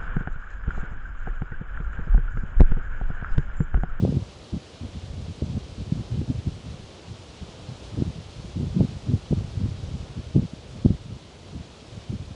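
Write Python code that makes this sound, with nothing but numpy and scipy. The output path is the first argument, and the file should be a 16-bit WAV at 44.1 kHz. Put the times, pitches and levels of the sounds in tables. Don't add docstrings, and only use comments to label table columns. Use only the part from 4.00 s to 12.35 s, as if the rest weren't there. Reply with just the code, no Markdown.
import sys
import numpy as np
from scipy import signal
from scipy.fft import rfft, irfft, next_fast_len
from scipy.io import wavfile
from scipy.ndimage import uniform_filter1d

SR = 44100
rng = np.random.default_rng(int(sys.argv[2]) if len(sys.argv) > 2 else 0)


def unload_audio(sound):
    columns = np.transpose(np.atleast_2d(sound))
    steps = np.round(np.clip(columns, -1, 1) * 32767)
    wavfile.write(sys.argv[1], SR, steps.astype(np.int16))


N = 368235


def from_db(db):
    return 10 ** (np.asarray(db) / 20)


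def rms_one(x):
    return x / np.sqrt(np.mean(x ** 2) + 1e-20)


def level_in_time(points):
    seconds, level_db = np.transpose(points)
    return np.interp(np.arange(N) / SR, seconds, level_db)


def level_at_hz(points, hz):
    where, level_db = np.transpose(points)
    return np.interp(np.log(hz), np.log(where), level_db)


def drift(rate_hz):
    step = 40
    lead_in = 2000
    r = np.exp(-2 * np.pi * rate_hz * step / SR)
    noise = rng.standard_normal(N // step + lead_in + 2)
    slow = signal.lfilter([1], [1, -2 * r, r * r], noise)[lead_in:]
    return np.interp(np.arange(N) / step, np.arange(len(slow)), rms_one(slow))


def bands(two_noises, low_hz, high_hz, count):
    edges = np.geomspace(low_hz, high_hz, count + 1)
    for k, pair in enumerate(zip(edges, edges[1:])):
        sos = signal.butter(3, pair, "band", fs=SR, output="sos")
        yield np.sqrt(np.prod(pair)), signal.sosfilt(sos, two_noises[k % 2] + 1e-18)


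def swaying(source, spectrum, flutter_db, flutter_hz):
    size = next_fast_len(N)
    hz = np.maximum(np.arange(size // 2 + 1) * SR / size, 1)
    coloured = rfft(source, size) * from_db(level_at_hz(spectrum, hz))
    octave, out = np.log2(hz), 0
    for k in range(round(np.log2(spectrum[0][0])), 15):
        share = np.maximum(1 - np.abs(octave - k), 0)
        band = irfft(coloured * share, size)[:N]
        out = out + band * from_db(flutter_db * drift(flutter_hz))
    return rms_one(out)


# (centre [s], pressure amplitude [dB], duration [s])
WIND_PUFFS = [(.047, -15, 0.027), (0.094, -21, 0.17), (0.172, -12, 0.011), (0.213, -29.5, 0.038),
              (0.292, -40.5, .04), (0.55, -23.5, .05), (0.84, -28, 0.052), (0.971, -29.5, 0.041),
              (1.209, -28.5, 0.069), (1.301, -28.5, 0.038), (1.432, -21.5, 0.027), (1.512, -27.5, 0.1),
              (1.565, -20.5, 0.034), (1.809, -26, 0.05), (1.883, -29.5, 0.032), (1.928, -19.5, 0.013),
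              (1.988, -23.5, 0.057), (2.129, -21, 0.038), (2.197, -22, 0.078), (2.303, -20.5, 0.041),
              (2.371, -24, 0.046), (2.476, -21.5, 0.037), (2.696, -33, 0.1), (3.115, -36, .06),
              (3.428, -29, 0.026), (3.711, -31, 0.048), (3.935, -29, 0.03), (4.005, -20, 0.061),
              (4.077, -24.5, 0.049), (4.186, -36, .08), (4.451, -27, 0.014), (4.622, -23, 0.12),
              (4.803, -14.5, 0.087), (4.902, -32, 0.13), (5.119, -20.5, 0.084), (5.144, -12.5, 0.018),
              (5.324, -13, 0.026), (5.395, -22, 0.052), (5.64, -22.5, 0.075), (5.748, -33, 0.19),
              (5.935, -31.5, 0.093), (6.187, -26, 0.043), (6.376, -12, 0.045), (6.439, -22, 0.039),
              (6.533, -23.5, 0.0094), (6.766, -34.5, 0.069), (6.857, -11.5, 0.016), (6.902, -21, 0.057),
              (6.943, -24, .02), (7.125, -32.5, 0.085), (7.575, -29.5, 0.077), (8.129, -23.5, .065),
              (8.212, -28, 0.031), (8.313, -31.5, 0.018)]
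# (time [s], pressure amplitude [dB])
LIGHT_DRAUGHT = [(0, -32), (.7, -55.5), (1.05, -39), (1.7, -45.5), (2.3, -38), (3.3, -51), (3.95, -45.5),
                 (4.3, -45.5), (4.6, -38), (5.28, -38.5), (5.6, -31), (6.6, -48), (6.95, -41.5), (7.3, -48),
                 (7.8, -54.5), (8.0, -37.5), (8.35, -47)]
PUFF_EDGE = 4.6
DRAUGHT_SWING_DB, DRAUGHT_SWING_HZ, DRAUGHT_RUMBLE_HZ = 10, 18, 92
TYPICAL_DB, TYPICAL_S, TYPICAL_RUMBLE_HZ = -25, .05, 130.9
OCTAVES_PER_DB, OCTAVES_PER_DOUBLED_LENGTH = 0.0217, 0.12


def port_pressure():
    t = np.arange(N) / SR
    restless_db = DRAUGHT_SWING_DB * np.tanh(drift(DRAUGHT_SWING_HZ))
    power = from_db(level_in_time(LIGHT_DRAUGHT) + restless_db) ** 2
    weighted_hz = power * DRAUGHT_RUMBLE_HZ
    for centre, db, duration in WIND_PUFFS:
        near = slice(*np.searchsorted(t, [centre - 2 * duration, centre + 2 * duration]))
        shape = np.exp(-np.abs(2 * (t[near] - centre) / duration) ** PUFF_EDGE)
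        puff_power = from_db(db) ** 2 * shape
        octaves = OCTAVES_PER_DB * (db - TYPICAL_DB)
        octaves += OCTAVES_PER_DOUBLED_LENGTH * np.log2(duration / TYPICAL_S)
        power[near] += puff_power
        weighted_hz[near] += puff_power * TYPICAL_RUMBLE_HZ * 2 ** octaves
    return np.sqrt(power), weighted_hz / power


# (multiple of centre frequency [1], level [dB per Hz])
RUMBLE_SPECTRUM = [(.12, -14), (.3, -14.5), (.6, 1), (1, -0.5), (1.6, -7), (2.5, -20.5), (4, -35),
                   (6, -44.5), (10, -74)]


def buffeting(eddy_s, lump_db, lump_hz, speed_db):
    pressure, puff_hz = port_pressure()
    wander = drift(lump_hz)
    quick = wander - uniform_filter1d(wander, size=SR // 25)
    lumps = np.tanh(rms_one(quick))
    centre_hz = puff_hz * from_db(speed_db * lumps)
    split = bands(rng.standard_normal((2, N + SR)), 20, 1500, count=15)
    rumble = sum(band[SR:] * from_db(level_at_hz(RUMBLE_SPECTRUM, hz / centre_hz))
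                 for hz, band in split)
    window = np.exp(-(np.arange(-SR // 10, SR // 10 + 1) / (eddy_s * SR)) ** 2)
    local_power = signal.fftconvolve(rumble ** 2, window / window.sum(), "same")
    even_rumble = rumble / np.sqrt(2 * local_power + 1e-20)
    return even_rumble * pressure * rms_one(from_db(lump_db * lumps))


# (time [s], peak of the swing's envelope [dB], strongest frequency [Hz])
EDDY_SLAPS = [(.027, -11.5, 150), (0.038, -8.5, 130), (.051, -7, 254), (.078, -14, 200), (.125, -13.5, 194),
              (1.423, -14.5, 193), (1.924, -14.5, 123), (2.216, -14, 148), (4.022, -14, 190),
              (4.081, -17.5, 114), (4.807, -8.5, 229), (4.812, -16, 217), (5.138, -12, 138),
              (5.312, -21, 153), (5.328, -10.5, 215), (6.364, -3.5, 151), (6.379, -12, 100),
              (6.861, 1, 117), (6.906, -7.5, 109)]


def slaps():
    t, out = np.arange(N) / SR, np.zeros(N)
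    angles = rng.uniform(0, 2 * np.pi, len(EDDY_SLAPS))
    for (centre, db, hz), angle in zip(EDDY_SLAPS, angles):
        near = slice(*np.searchsorted(t, [centre - 10 / hz, centre + 10 / hz]))
        swing = np.exp(1j * angle) / (1 - 1j * np.pi * hz * (t[near] - centre)) ** 3
        out[near] += from_db(db) * swing.real
    return out


PORT_LIMIT, PORT_DULL_HZ = .85, 1200


def port(pressure):
    rounded = PORT_LIMIT * np.tanh(pressure / PORT_LIMIT)
    return signal.sosfilt(signal.butter(2, PORT_DULL_HZ, fs=SR, output="sos"), rounded)


# (time [s], level [dB])
TREE_WIND = [(0, -53.5), (1.2, -53), (3.3, -53), (3.62, -52), (5.0, -52.5), (5.4, -52.5), (6.1, -53),
             (6.55, -54), (6.8, -53.6), (7.0, -55), (8.0, -53.5), (8.35, -54)]


def tree_wind():
    return level_in_time(TREE_WIND)


# (frequency [Hz], level [dB per Hz])
LEAF_COLOUR = [(900, -6), (1800, -7), (2300, -3), (3100, 0.5), (4200, -1), (5500, -5), (7000, -9),
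               (9000, -16), (11000, -22)]
LEAF_HISS_DB, LEAF_TICK_DB = 0.39, -11


def leaves(wind_db, touches_per_s, size_spread_db):
    touch_rate = touches_per_s * from_db(2 * (wind_db - wind_db.mean()))
    touching = rng.random(N) < touch_rate / SR
    sizes = from_db(size_spread_db * np.minimum(rng.exponential(1, N), 4)) * rng.choice([-1, 1], N)
    near = swaying(touching * sizes, LEAF_COLOUR, flutter_db=-2.5, flutter_hz=12)
    far = swaying(rng.standard_normal(N), LEAF_COLOUR, flutter_db=0.78, flutter_hz=21)
    shake_db = 0.9 * drift(11)
    return from_db(wind_db) * (from_db(LEAF_HISS_DB) * far + from_db(LEAF_TICK_DB + shake_db) * near)


# (frequency [Hz], level [dB per Hz])
RUSH_COLOUR = [(30, -24), (70, 11.5), (180, 2.5), (280, 1.5), (430, 2), (600, -1), (900, -7), (1300, -10.5),
               (1900, -17.5), (3500, -30), (8000, -56)]
RUSH_GAIN_DB, RUSH_FOLLOWS = 7, 0.97


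def crowns(wind_db):
    rush_db = wind_db.mean() + RUSH_FOLLOWS * (wind_db - wind_db.mean()) + RUSH_GAIN_DB
    return from_db(rush_db) * swaying(rng.standard_normal(N), RUSH_COLOUR, flutter_db=0.9, flutter_hz=5.6)


def scene():
    wind = buffeting(eddy_s=0.018, lump_db=3.5, lump_hz=23.7, speed_db=0.44) + slaps()
    wind_db = tree_wind()
    tree = leaves(wind_db, touches_per_s=900, size_spread_db=3.9) + crowns(wind_db)
    return (port(wind) + tree)[None]


LOW_CUT_HZ, CUTOFF_HZ = 30, 11000


def record(dry):
    thinned = signal.sosfilt(signal.butter(2, LOW_CUT_HZ, "high", fs=SR, output="sos"), dry)
    return signal.sosfilt(signal.ellip(12, .1, 80, CUTOFF_HZ, fs=SR, output="sos"), thinned)


dry = scene()
out = record(dry)
unload_audio(out)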